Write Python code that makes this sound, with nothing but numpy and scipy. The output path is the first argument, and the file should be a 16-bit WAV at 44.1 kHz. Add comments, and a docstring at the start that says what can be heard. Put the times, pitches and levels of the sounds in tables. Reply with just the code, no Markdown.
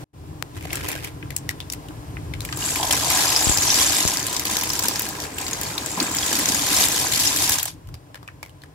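"""Water boils in a steel pot on a kitchen hob: steam bubbles rumble and burst. The sound drops out briefly.
A plastic bag crinkles as its creases buckle. Dry pasta shells then slide out in two surges, rattling by
impact and trapping air that rings as bubbles: they splash, boom and fizz in the pot. Before and during the
pour, something, probably flying droplets, taps the left microphone. At the end the boil is calmer, cooled
by the pasta, and the bag gives a few last crackles."""
import sys
import numpy as np
from scipy import signal
from scipy.fft import rfft, irfft, next_fast_len
from scipy.io import wavfile
from scipy.ndimage import uniform_filter1d, map_coordinates

SR = 44100
rng = np.random.default_rng(int(sys.argv[2]) if len(sys.argv) > 2 else 0)


def dump_mix(stems):
    """Bounce the given channels to the path in sys.argv[1] as a 16-bit WAV at rate SR."""
    frames = np.atleast_2d(stems).T  # one column per channel
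    limited = np.clip(frames, -1, 1)  # hard clip at full scale
    pcm = np.round(limited * 32767).astype(np.int16)
    wavfile.write(sys.argv[1], SR, pcm)


N = 385734
TIME = np.arange(N) / SR
TOP_HZ = 15700


def amp(db):
    """Amplitude ratio of a level in decibels."""
    return 10 ** (np.asarray(db) / 20)

def unit(x):
    """Normalisation to rms 1."""
    return x / np.sqrt(np.mean(x ** 2) + 1e-20)

def steady(x, size=3072):
    """Division by the running rms: the slow level is held near 1 and the quick grain remains."""
    power = np.abs(uniform_filter1d(np.mean(x ** 2, 0), size))
    return x / np.sqrt(power + power.mean() / 1000)

def along(points, hz):
    """Interpolation of (f/Hz, value) points on a logarithmic frequency axis."""
    f, values = np.transpose(points)
    return np.interp(np.log(hz + 1), np.log(f + 1), values)

def gains(rows, held=False):
    """Envelopes from (t/s, level/dB, ...) rows, one per level; silent outside the rows unless held."""
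    times, *levels = np.transpose(rows)
    outside_db = None if held else -120
    return [amp(np.interp(TIME, times, db, outside_db, outside_db)) for db in levels]

def swells(rows):
    """Envelope of Gaussian swells (t/s, level/dB, half-width/s), which add in power."""
    return np.sqrt(sum(amp(2 * db) * np.exp(-((TIME - s) / half) ** 2) for s, db, half in rows))

def burst(start, decay_s, rise_s=0.0012):
    """Envelope of a sudden excitation: a quick rise, then exponential decay."""
    age = np.maximum(TIME - start, 0)
    return (1 - np.exp(-age / rise_s)) * np.exp(-age / decay_s)

def wobble(rate):
    """Smooth random modulation with `rate` knots a second."""
    knots = rng.standard_normal(int(N * rate / SR) + 4)
    return map_coordinates(knots, [TIME * rate], order=2)

def filtered(x, response):
    """Linear filtering: the spectrum is multiplied by a frequency response."""
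    size = next_fast_len(N + SR // 4)
    return irfft(rfft(x, size) * response(np.fft.rfftfreq(size, 1 / SR)), size)[..., :N]

def band(x, low_hz, high_hz, order=2):
    """Maximally flat band-pass filter."""
    return signal.lfilter(*signal.butter(order, [low_hz, high_hz], "band", fs=SR), x)

def resonant(cracks, hz, q):
    """Forced resonance: each stereo crack drives a damped resonator of its own frequency."""
    pairs = zip(hz, cracks.swapaxes(0, 1))
    return np.stack([signal.lfilter(*signal.iirpeak(f, q, SR), crack) for f, crack in pairs], axis=1)

def placed(times, waves):
    """Superposition of short waves (channels, events, samples) at their start times."""
    starts = np.maximum(np.round(times * SR).astype(int), 0)
    indices = np.broadcast_to(starts[..., None] + np.arange(waves.shape[-1]), waves.shape)
    return np.array([np.bincount(i.ravel(), w.ravel(), N)[:N] for i, w in zip(indices, waves)])

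def clicks(hz, crack_t60, ring_t60, ring, size=640):
    """Impact transients: a noisy crack, scattered by the pot wall, plus one damped mode."""
    t = np.arange(size) / SR
    crack = rng.standard_normal((len(hz), 2, size)).swapaxes(0, 1) * amp(-60 * t / crack_t60) / 2
    phase = rng.random((len(hz), 2)).T[..., None]
    return crack + ring * np.sin(2 * np.pi * (hz[:, None] * t + phase)) * amp(-60 * t / ring_t60)

def clatter(span, count, centre_hz, spread_db, crack_t60, ring_t60, ring):
    """Shot noise: clicks of random pitch and strength fall at random over a span of time."""
    when, loud = rng.random((2, count))
    hz = np.minimum(centre_hz * np.exp(0.383 * rng.standard_normal(count)), TOP_HZ)
    strengths = amp(-spread_db * np.log(1 - .97 * loud))
    waves = strengths[:, None] * clicks(hz, crack_t60, ring_t60, ring)
    return placed(span[0] + when * (span[1] - span[0]), waves)

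def bubbles(times, strengths, hz, cycles, rise, size):
    """Bubble resonance: gas pulsates against the water's mass, rising in pitch, down 60 dB in `cycles`."""
    turns = hz[:, None] * np.arange(size) / SR
    age = np.minimum(turns / cycles, 2)
    envelope = strengths[:, None] * amp(-60 * age) * (1 - np.exp(-2 * turns))
    wave = envelope * np.sin(2 * np.pi * turns * (1 + rise * age / 2))
    right_lag_s = rng.normal(.00008, 0.00014, len(hz))
    return placed(np.array([times, times + right_lag_s]), np.array([wave, wave]))

def froth(rows, count, range_hz, cycles, spread_db, size, rise=0.28):
    """Incoherent sum of many bubble resonances over the time span of a table, at rms 1."""
    when, pitch, loud = rng.random((count, 3)).T
    low_hz, high_hz = range_hz
    hz = low_hz * (high_hz / low_hz) ** pitch
    strengths = amp(-spread_db * np.log(1 - .97 * loud)) * np.sqrt(hz)
    times = rows[0][0] + when * (rows[-1][0] - rows[0][0])
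    return unit(bubbles(times, strengths, hz, cycles, rise, size))

# Coherence of the sound field: f/Hz, left-right correlation
COHERENCE = [(60, 0.95), (150, 0.92), (290, 1), (640, 0.52), (1400, 0.1), (3000, 0.35)]
def noise():
    """Partially coherent stereo noise: the channels agree in the bass and much less in the treble."""
    angle = lambda f: np.arccos(np.clip(along(COHERENCE, f), -1, 1)) / 2
    weights = lambda f: np.array([np.cos(angle(f)), np.sin(angle(f))])
    mid, side = filtered(rng.standard_normal((2, N)), weights)
    return unit(np.array([mid + side, mid - side]))

# Air modes of the pot: f/Hz, bandwidth/Hz, lift/dB
POT_MODES = [(301.5, 36, 8.5), (395, 38, 6), (640, 50, 3), (780, 70, 4.5), (860, 60, 3), (1010, 90, 8),
             (1340, 40, 2.5), (1640, 110, 4)]
def in_pot(x, spectrum):
    """Cavity resonance: x is shaped by a spectrum and by the pot's air modes, which ring on."""
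    modes = lambda f: 1 + sum((amp(db) - 1) * 1j * f * width / (hz * hz - f * f + 1j * f * width)
                              for hz, width, db in POT_MODES)
    return filtered(x, lambda f: amp(along(spectrum, f)) * modes(f))

# Reverberation time of the kitchen: f/Hz, T60/s
KITCHEN_T60 = [(200, 0.08), (1200, 0.15), (4500, 0.16), (12000, 0.08)]
def kitchen(x):
    """Reverberation: reflections from the tiled walls form a short, exponentially decaying tail."""
    hz, t, spectra = signal.stft(rng.standard_normal((2, SR // 3)), SR, nperseg=256)
    tail = signal.istft(spectra * amp(-60 * t / along(KITCHEN_T60, hz)[:, None]), SR, nperseg=256)[1]
    return signal.fftconvolve(x, tail / np.linalg.norm(tail[0]), axes=1)[:, :N]

# The rolling boil, calmed by the cold pasta: t/s, rumble level/dB, surface level/dB
BOIL_LEVELS = [(0, -35.5, -42.5), (0.3, -36.5, -48), (1.3, -36.5, -45.5), (2.4, -35, -44),
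               (4.4, -40.5, -41), (7.3, -38.5, -36.5), (7.7, -44.5, -52.5), (8.75, -48.5, -53.5)]
# Big steam bubbles heaving up: t/s, level/dB, half-width/s
STEAM_HEAVES = [(.8, -33.5, 0.052), (2.3, -34.5, 0.15), (7.52, -33.5, 0.025), (7.91, -35, 0.04)]
# Spectra of the deep rumble and of the bursting surface: f/Hz, level/dB
RUMBLE_SPECTRUM = [(15, -48), (30, -30.5), (45, -10), (75, -1), (120, -1), (155, -3), (205, -19.5),
                   (300, -13.5), (450, -24.5), (800, -41.5), (3000, -73)]
SURFACE_SPECTRUM = [(200, -41.5), (450, 5.5), (900, 0.5), (1400, -4.5), (3000, -8), (7500, -12),
                    (12000, -14), (16000, -19)]
def boil(heave_hz=131, hiss_hz=2480, calm_db=-1.5, left_lead_s=0.000386):
    """Nucleate boiling: large steam bubbles rumble and heave; small ones burst softly at the surface."""
    rolling, bursting = gains(BOIL_LEVELS, held=True)
    rumble = unit(in_pot(noise(), RUMBLE_SPECTRUM)) * amp(1.4 * wobble(22))
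    heave = unit(filtered(in_pot(noise(), RUMBLE_SPECTRUM), lambda f: 1 / (1 + (f / heave_hz) ** 4)))
    pops = froth(BOIL_LEVELS, 2000, range_hz=(345, 1850), cycles=7.6, spread_db=14.5, size=768)
    surface = unit(in_pot(noise() + 0.068 * pops, SURFACE_SPECTRUM)) * amp(0.2 * wobble(21))
    hiss = filtered(surface, lambda f: 1 - 1 / (1 + (f / hiss_hz) ** 4))
    surface += hiss * (amp(calm_db * poured_share()) - 1)  # cold pasta stills the finest bubbles
    boiling = rolling * rumble + swells(STEAM_HEAVES) * heave + bursting * surface
    return filtered(boiling, lambda f: np.exp(1j * np.pi * np.outer([1, -1], f) * left_lead_s))

# Taps on the left microphone, probably droplets: t/s, level/dB, time scale/s
DROPLET_TAPS = [(0.4255, -1, 0.000074), (3.47, -5, 0.0015), (3.496, -4.5, 0.0022), (3.586, -13, 0.0013),
                (4.052, -5.5, 0.0013)]
def taps():
    """Impulse response: each tap is one pressure pulse that swings back, with a small spatter."""
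    times, db, scale_s = np.transpose(DROPLET_TAPS)
    age = np.arange(2048) / SR / scale_s[:, None]
    pulse = np.exp(-1.1 * age) - np.sin(0.54 * age) * np.exp(-.24 * age)
    spatter = .2 * rng.standard_normal(age.shape) * np.exp(-age)
    wave = signal.lfilter(*signal.butter(2, 55, "high", fs=SR), amp(db)[:, None] * (spatter - pulse))
    return placed(times, np.array([wave, amp(-22) * wave]))

# The emptying bag nears the centre and rings hollower: t/s, left minus right/dB, thud level/dB
BAG_EMPTYING = [(2.6, 3.5, -26.5), (7.8, 1, -12.5)]
def creases(times, db, hz, edge_db):
    """Snap-through buckling of plastic: a ringing body, a bright edge and a thud, reaching left first."""
    when, *states = np.transpose(BAG_EMPTYING)
    pan_db, thud_db = (np.interp(times, when, state) for state in states)
    snaps = clicks(hz, crack_t60=0.014, ring_t60=0.012, ring=0.2)
    snaps += 1.23 * resonant(snaps, hz, q=5.2)
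    snaps *= amp(db + 4.5 + np.array([pan_db, -pan_db]) / 2)[..., None]
    body = band(snaps, 1650, 5140)
    edge = amp(edge_db + 6)[:, None] * band(snaps, 6100, 15600)
    thud = amp(thud_db + 20)[:, None] * band(snaps, 470, 1150)
    return placed(np.array([times, times + 0.00054]), body - edge - thud)

# The hand squeezing the bag: t/s, level/dB, half-width/s
BAG_SQUEEZES = [(.57, -39, 0.014), (.66, -39, 0.054), (.75, -30.5, 0.028), (.89, -30, 0.076),
                (1.055, -35, 0.03)]
# Spectrum of the fine crinkle: f/Hz, level/dB
CRINKLE_SPECTRUM = [(240, -3), (400, 1), (979, -9.5), (1060, -11), (2250, -6.5), (5350, -9.5), (11800, -12),
                    (14800, -15), (16000, -24)]
# Creases snapping: t/s, level/dB, f/Hz, edge level/dB
CREASE_SNAPS = [(0.626, -31, 2160, -6), (0.705, -21.5, 2680, -28), (0.7298, -18, 2120, -2.5),
                (0.755, -20.5, 7450, -2.5), (0.771, -20, 1650, -19), (0.81, -24, 2120, -18),
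                (0.8865, -27, 2660, 9), (0.916, -21, 2270, -3), (0.929, -19, 2220, -16),
                (0.96, -30, 1690, -22), (1.046, -19, 2300, -7), (1.305, -22.5, 2050, -8.5),
                (1.364, -19, 7550, 1), (1.4911, -10.5, 1950, -10), (1.6029, -19.5, 3540, -15),
                (1.7003, -21, 5800, -6), (1.723, -28, 7400, 5), (1.7342, -23, 2020, -1),
                (1.8848, -32.5, 2900, -9), (2.337, -20, 2160, -19), (2.4056, -21, 4100, -6),
                (2.4496, -20.5, 2470, -3.5), (2.489, -22.5, 1850, -27), (2.526, -10, 1240, -26),
                (2.5727, -22, 1190, -2), (7.872, -46, 3000, 1), (7.888, -39, 1400, -8),
                (7.9416, -29, 4750, -10.5), (8.1445, -27.5, 1690, -12), (8.155, -28, 1520, -14),
                (8.229, -36, 1210, -12), (8.2769, -30.5, 2450, -14), (8.4288, -21.5, 2260, -11),
                (8.461, -36, 2200, -8), (8.494, -42, 3000, -6), (8.6192, -39, 4240, -10),
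                (8.636, -31.5, 1780, -14)]
def bag(grip_s=(.53, 1.16)):
    """Crumpling releases elastic energy in steps: a fine crinkle, and snaps that each set off four more."""
    fine = clatter(grip_s, 340, centre_hz=2200, spread_db=2.8, crack_t60=.014, ring_t60=.015, ring=.35)
    crinkle = steady(in_pot(fine, CRINKLE_SPECTRUM)) * swells(BAG_SQUEEZES)
    times, db, hz, edge_db = np.repeat(CREASE_SNAPS, 4, axis=0).T
    wait, detune = rng.random((len(times), 2)).T
    delay_s = 0.0013 + 0.025 * wait ** 2
    settling = creases(times + delay_s, db - 7.5 - 9 * wait, hz * 2 ** (detune - .5), edge_db)
    return crinkle + creases(*np.transpose(CREASE_SNAPS)) + settling

# Pasta leaving the bag in two surges: t/s, flow level/dB
PASTA_FLOW = [(2.42, -45), (2.55, -43.5), (2.631, -27), (3.0, -24), (3.14, -19), (3.3, -19.5),
              (3.48, -20.5), (3.6, -21), (3.8, -15.5), (4.122, -21), (4.25, -28.5), (4.35, -24.5),
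              (4.435, -32), (4.52, -21), (4.6, -24.5), (5.02, -27.5), (5.17, -35.5), (5.24, -30.5),
              (5.28, -40), (5.35, -41.5), (5.4, -29.5), (5.5, -33), (5.65, -30), (5.76, -32.5),
              (6.1, -28.5), (6.3, -21.5), (6.62, -22.5), (6.69, -20), (6.74, -16), (6.83, -15.5),
              (6.9, -22), (7.0, -21), (7.1, -25), (7.22, -24.5), (7.54, -18), (7.64, -42), (7.75, -64)]
def flow():
    """Flow of pasta, expressed as an amplitude envelope."""
    return gains(PASTA_FLOW)[0]

def poured_share():
    """Normalised integral of the flow: the share of the pasta already in the pot."""
    return np.clip(np.cumsum(flow()) / flow().sum(), 0, 1)

def streaming(trickle_db=-41.5):
    """Soft threshold: near 1 in a stream, falling towards 0 below a trickle."""
    return flow() / np.hypot(flow(), amp(trickle_db))

def stirred(db, exponent, filled_db=0, full_flow_db=-18):
    """Power law linking a water sound to the flow; its level shifts by filled_db as the pot fills."""
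    return amp(db + filled_db * poured_share()) * (flow() / amp(full_flow_db)) ** exponent * streaming()

# Clumps dropping at once: t/s, rattle level/dB, splash level/dB, plunge level/dB, decay time/s
FALLING_CLUMPS = [(2.906, -18, -20.5, -29, 0.045), (3.1, -26, -27, -43, 0.47),
                  (4.453, -22, -37, -35.5, 0.052), (4.84, -25, -32, -34, 0.06),
                  (5.975, -45, -25.5, -28, 0.11), (6.31, -26, -33, -30.5, 0.28),
                  (6.479, -19.5, -37, -32.5, 0.047), (6.715, -22, -32.5, -36, 0.046),
                  (6.795, -22.5, -27, -37, 0.088), (7.12, -20.5, -50, -52, 0.31),
                  (7.421, -23, -37, -44.5, 0.12), (7.675, -27.5, -35, -60, 0.013)]
def clumps(pour_end_s=7.69, settle_s=0.024):
    """Power addition of the clumps: rattle, splash and plunge envelopes that die out as the pour ends."""
    power = sum(np.outer(amp(db), burst(start, decay)) ** 2 for start, *db, decay in FALLING_CLUMPS)
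    return np.sqrt(power) * np.exp(-np.maximum(TIME - pour_end_s, 0) / settle_s)

# Clouds of tiny bubbles: t/s, level/dB, standard deviation in time/s, centre f/Hz
SIZZLE_CLOUDS = [(2.692, -31.5, 0.079, 7550), (3.365, -28, 0.027, 5400), (3.496, -24, 0.043, 7300),
                 (3.608, -27, 0.043, 6980), (3.71, -24, .04, 6070), (5.42, -38, 0.053, 7600),
                 (5.925, -39, 0.041, 7350), (6.052, -30, 0.019, 8000), (6.2, -34, .12, 7300),
                 (7.266, -22, 0.011, 5630)]
def sizzle(width_hz=1140):
    """Narrow-band noise: each cloud of tiny bubbles swells and fades around its own frequency."""
    tiny = froth(PASTA_FLOW, 2000, range_hz=(4770, 8840), cycles=67, spread_db=3.5, size=512, rise=.03)
    grain = unit(tiny + noise())
    cloud = lambda hz: unit(band(grain, hz - width_hz / 2, hz + width_hz / 2))
    return sum(amp(db) * np.exp(-((TIME - s) / sigma) ** 2 / 2) * cloud(hz)
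               for s, db, sigma, hz in SIZZLE_CLOUDS)

# Small trapped bubbles: t/s, level/dB, f/Hz
SMALL_BUBBLES = [(2.624, -20, 2870), (2.928, -9, 7550), (3.362, -8, 5170), (4.034, -14, 4200),
                 (4.051, -10, 6940), (4.228, -15, 6250), (4.568, -15, 5920), (4.703, -13, 5200),
                 (4.763, -18, 5600), (4.9575, -16, 5280), (5.073, -24, 4350), (5.531, -14, 6500),
                 (5.666, -20, 4480), (6.002, -13, 4420), (6.186, -15, 5200), (6.23, -14.5, 3320),
                 (6.489, -8, 7100), (6.549, -9, 6650), (7.07, -10, 6360), (7.157, -17, 4480),
                 (7.204, -11, 7600), (7.279, -8, 6780), (7.327, -17, 7600)]
def pings():
    """Lightly damped resonance: small bubbles ring clearly above the splashing."""
    times, db, hz = np.transpose(SMALL_BUBBLES)
    return bubbles(times, amp(db), hz, cycles=85, rise=0.026, size=2048)

# Single big bubbles, and shells plopping in: t/s, level/dB, f/Hz
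BIG_BUBBLES = [(.653, -22, 650), (1.227, -22, 2050), (1.908, -27, 1000), (2.169, -22, 1950),
               (2.757, -24, 1590), (2.845, -16, 724), (2.906, -15, 790), (2.911, -20, 1700),
               (3.197, -17, 1000), (4.512, -21, 1610), (4.792, -24, 1570), (4.884, -20, 483),
               (5.251, -24, 1680), (6.017, -16, 296), (6.397, -19, 1022), (6.667, -20, 1700),
               (7.046, -17, 900), (7.066, -16, 1540), (7.311, -17, 990), (7.408, -20.5, 880),
               (7.586, -22, 1560), (7.657, -20.5, 796), (8.2863, -24.5, 1660)]
def gulps(pop_db=6, pop_t60=0.022):
    """Strongly damped resonance: a big bubble rings briefly; its film tears with an octave-wide pop."""
    times, db, hz = np.transpose(BIG_BUBBLES)
    t = np.arange(SR // 20) / SR
    tears = rng.standard_normal((len(times), 2, len(t))) * amp(-60 * t / pop_t60)
    pops = [band(tear, f / np.sqrt(2), f * np.sqrt(2), order=3) * amp(level + pop_db) * np.sqrt(1500 / f)
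            for tear, level, f in zip(tears, db, hz)]
    rings = bubbles(times, amp(db), hz, cycles=12, rise=0.17, size=4096)
    return rings + placed(times, np.stack(pops, axis=1))

# Showers of shells landing in open water: t/s, level/dB, decay time/s
SHELL_SHOWERS = [(2.797, -25.5, 0.078), (2.925, -31.5, .05), (3.028, -31.5, 0.38), (3.332, -24.5, 0.028),
                 (4.028, -24.5, 0.01)]
# Spectrum of the hollow boom: f/Hz, level/dB
BOOM_SPECTRUM = [(300, -20.5), (620, -6.5), (780, -4), (1020, -6), (1200, -12.5), (1700, -8), (3000, -33.5)]
def booming(glug_db=2.2):
    """Cavity excitation: each shower makes the air in the pot boom hollowly, in irregular glugs."""
    envelope = np.sqrt(sum((amp(db) * burst(start, decay)) ** 2 for start, db, decay in SHELL_SHOWERS))
    plops = froth(PASTA_FLOW, 1500, range_hz=(630, 1150), cycles=12, spread_db=1, size=1024, rise=.1)
    plops += 1.4 * noise()
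    return envelope * amp(glug_db * wobble(45)) * steady(in_pot(plops, BOOM_SPECTRUM), size=1024)

# Spectra of the deep plunge, the lighter splash and the fine fizz: f/Hz, level/dB
PLUNGE_SPECTRUM = [(90, -31), (150, -4.5), (200, -1), (270, -2.5), (430, 0), (600, -6.5), (1000, -39.5)]
SPLASH_SPECTRUM = [(300, -29.5), (560, -11.5), (800, -3.5), (1100, -4), (1600, -1.5), (2500, -1),
                   (5000, -8.5)]
FIZZ_SPECTRUM = [(3000, -14), (5500, -12), (7000, -8), (7600, -6.5), (8500, -14.5), (12000, -15.5),
                 (16000, -44)]
def splashing(jam_gain):
    """Air entrainment: shells plunge and splash, trapping bubbles, and the hot water fizzes round them."""
    deep = froth(PASTA_FLOW, 900, range_hz=(152.7, 591), cycles=9.5, spread_db=1, size=2048)
    deep += 2 * noise()
    light = froth(PASTA_FLOW, 1900, range_hz=(509, 2630), cycles=14, spread_db=2.4, size=768)
    light += 1.7 * noise()
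    tiny = froth(PASTA_FLOW, 1200, range_hz=(4400, 8200), cycles=70, spread_db=2.5, size=512, rise=.03)
    tiny += 1.7 * noise()
    _, clump_splash, clump_plunge = clumps()
    cushion = np.sqrt(1 - poured_share() ** 35)  # the heap of pasta softens the last plunges
    plunge = np.hypot(stirred(db=-39.5, exponent=0.017), clump_plunge) * cushion
    splash = np.hypot(stirred(db=-32, exponent=0.32, filled_db=-0.16), clump_splash)
    fizz = jam_gain * stirred(db=-22.5, exponent=0.87, filled_db=-2.5) * amp(.7 * wobble(40))
    return (plunge * steady(in_pot(deep, PLUNGE_SPECTRUM))
            + splash * steady(in_pot(light, SPLASH_SPECTRUM))
            + fizz * steady(in_pot(tiny, FIZZ_SPECTRUM)))

# The hardest knocks of the shells: t/s, body level/dB, body f/Hz, edge level/dB
SHELL_KNOCKS = [(2.7583, -13.5, 2460, -25), (2.83, -13, 3240, -33), (2.909, -8.5, 3150, -29),
                (2.9254, -6.5, 7400, -32), (3.3628, -9, 5240, -31), (3.5733, -8, 5060, -20),
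                (3.584, -9, 6140, -34), (3.6217, -14, 5860, -29), (3.7428, -9, 5290, -25),
                (3.921, -11, 7080, -28), (4.0767, -7, 6360, -30), (4.171, -9.5, 5230, -33),
                (4.1939, -14, 6860, -36), (4.228, -18.5, 6400, -37), (4.2667, -10.5, 8800, -39),
                (4.3284, -14, 7450, -34), (4.3656, -10.5, 6300, -32), (4.3954, -12.5, 5580, -24),
                (4.4528, -17, 4300, -24), (4.4976, -17, 6720, -34), (4.5121, -13, 6600, -34),
                (4.568, -16, 5900, -34), (4.568, -10.5, 5800, -28), (4.5884, -16, 6700, -25),
                (4.6112, -12, 5850, -30), (4.635, -15, 2700, -22), (4.6914, -16, 5940, -29),
                (4.701, -13.5, 5350, -33), (4.7334, -12.5, 6000, -23), (4.7919, -8.5, 5600, -21),
                (4.8246, -12, 6950, -32), (4.8366, -10, 8000, -30), (4.8547, -13, 6700, -31),
                (4.8836, -9.5, 5300, -15.5), (4.9584, -14, 5260, -30), (4.9944, -12, 7320, -19),
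                (5.02, -17.5, 7320, -23), (5.0884, -20, 7430, -25.5), (5.1515, -23, 2080, -44),
                (5.2016, -17.5, 5260, -41), (5.384, -15.5, 2730, -28.5), (5.4123, -19, 7370, -38),
                (5.466, -16.5, 4440, -35), (5.4814, -16, 6700, -35), (5.5113, -16, 7340, -39),
                (5.5323, -13, 6800, -38), (5.613, -14, 7360, -25), (5.6328, -18, 6300, -27),
                (5.7793, -11.5, 3880, -27), (5.8608, -13.5, 7200, -38), (6.0012, -8.5, 4380, -36),
                (6.0273, -13, 7300, -38), (6.114, -17, 7250, -32), (6.1484, -18, 3160, -25),
                (6.1675, -11, 7040, -36), (6.1853, -14, 5300, -36), (6.263, -12, 7950, -26),
                (6.3285, -7.5, 7020, -30), (6.353, -11, 4680, -24), (6.3893, -13, 7900, -18),
                (6.4574, -7.5, 6300, -26), (6.4874, -7, 7000, -29), (6.52, -9, 6130, -31),
                (6.5454, -10.5, 6940, -25), (6.7652, -9, 7800, -24), (6.8842, -9, 7900, -25),
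                (6.9181, -10, 5950, -28), (7.1172, -13, 7150, -33), (7.198, -7.5, 5400, -25),
                (7.3614, -13, 5500, -21), (7.4937, -8, 6000, -15), (7.5202, -9, 7400, -24),
                (7.5846, -9.5, 6300, -34), (7.5954, -17, 3300, -27), (7.6297, -13, 6860, -18.5),
                (7.6551, -13.5, 7900, -27.5)]
def knocks(edge_hz=9000, rebound_db=-5):
    """Impact and rebound: a hard shell clicks twice, with a broad resonant body and a bright edge."""
    times, db, hz, edge_db = np.transpose(SHELL_KNOCKS)
    unit_energy = lambda waves: waves / np.linalg.norm(waves, axis=(0, 2), keepdims=True)

    def contact(crack_t60, ring_t60):
        cracks = clicks(hz, crack_t60, ring_t60, ring=.1)
        broadband = unit_energy(band(cracks, 860, edge_hz, order=3))
        body = unit_energy(unit_energy(resonant(cracks, hz, q=3.5)) + 0.35 * broadband)
        edge = unit_energy(band(cracks, edge_hz, TOP_HZ, order=3))
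        return amp(db + 16.5)[:, None] * body + amp(edge_db + 25.5)[:, None] * edge

    strike = contact(crack_t60=.015, ring_t60=.012)
    rebound = contact(crack_t60=.024, ring_t60=.02)
    flight_s = .001 + .002 * rng.random(len(times))
    return placed(times, strike) + amp(rebound_db) * placed(times + flight_s, rebound)

def jams(jam_db=-4, jam_s=0.02, spill_db=-20, spill_s=0.012):
    """Granular jamming: gains of the stream catching before each knock and of the loose shells after it."""
    times, db, *_ = np.transpose(SHELL_KNOCKS)
    hits = np.bincount(np.round(times * SR).astype(int), amp(db), N)
    fading = lambda x, seconds: signal.lfilter([1], [1, -np.exp(-1 / (seconds * SR))], x + 1e-9)
    caught = fading(hits[::-1] > 0, jam_s)[::-1]  # builds up towards each knock
    return amp(jam_db * np.minimum(caught, 1)), amp(spill_db) * fading(hits, spill_s)

# Spectrum of the rattle: f/Hz, level/dB
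RATTLE_SPECTRUM = [(500, -15.5), (1300, -14.5), (2200, -5.5), (3600, -2.5), (5200, -3.5), (6600, -3),
                   (8500, -5.5), (11500, -4.5), (13500, -9.5), (15500, -20)]
# Brightness of shells scraping the plastic: t/s, treble gain/dB
SCRAPE_TREBLE = [(2.6, 2.5), (3.5, 0), (4.3, 0.5), (4.8, -0.5), (5.3, -1), (6.1, -2), (6.5, 2), (7.5, 2)]
def pasta(jam_gain, spill, rattle_db=-3, stray_db=-19, treble_hz=8500):
    """Granular flow: hard shells hiss by friction on the bag, and tick and knock as they collide."""
    span = PASTA_FLOW[0][0], PASTA_FLOW[-1][0]
    ticks = clatter(span, 3000, centre_hz=5800, spread_db=2.7, crack_t60=.017, ring_t60=.026, ring=.3)
    sliding = .48 * noise()
    grain = steady(in_pot(unit(ticks) + sliding, RATTLE_SPECTRUM), size=1024)
    stream = jam_gain * np.hypot(flow() * amp(rattle_db), clumps()[0])
    rattle = grain * amp(.7 * wobble(35)) * np.hypot(stream, spill)
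    # Stray knocks stand out in the lulls.
    strays = clatter(span, 70, centre_hz=5970, spread_db=3, crack_t60=.0113, ring_t60=.015, ring=.29)
    shells = rattle + in_pot(streaming() * amp(stray_db) * strays, RATTLE_SPECTRUM)
    hard_knocks = knocks()
    treble = filtered(shells, lambda f: 1 - 1 / (1 + (f / treble_hz) ** 8))
    treble_gain = gains(SCRAPE_TREBLE, held=True)[0] * amp(1.3 * wobble(35))  # the treble flickers
    return hard_knocks + shells + treble * (treble_gain - 1)

# Balance of the pour, mostly a little to the left: f/Hz, left minus right/dB
POUR_BALANCE = [(300, 0), (700, 2), (1100, -2), (2200, 0), (3200, -1), (4300, 2.5), (7000, 2.5),
                (9500, -0.5), (14000, 1)]
def pour():
    """Interference: reflections from the pot wall tip each band of shells and water to one side."""
    jam_gain, spill = jams()
    sound = pasta(jam_gain, spill) + splashing(jam_gain) + gulps() + pings() + booming() + sizzle()
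    return filtered(sound, lambda f: amp(np.outer([.5, -.5], along(POUR_BALANCE, f))))

def scene():
    """Superposition of the bag, the pour, their reverberation, the boil (slightly left) and the taps."""
    plastic = bag()
    pouring = pour()
    room = kitchen(amp(-13) * plastic + amp(-12) * pouring)
    return plastic + pouring + room + boil() * amp([[.6], [-.6]]) + taps()

def record(dry):
    """Gating and band limiting: an early dropout fades back in, and a steep low-pass cuts at TOP_HZ."""
    gate = np.interp(TIME, [.04, .043, .13, .14, .3], [1, .01, .01, .3, 1])
    return filtered(dry * gate, lambda hz: 1 / np.sqrt(1 + (hz / TOP_HZ) ** 160))


dry = scene()
out = record(dry)
dump_mix(out)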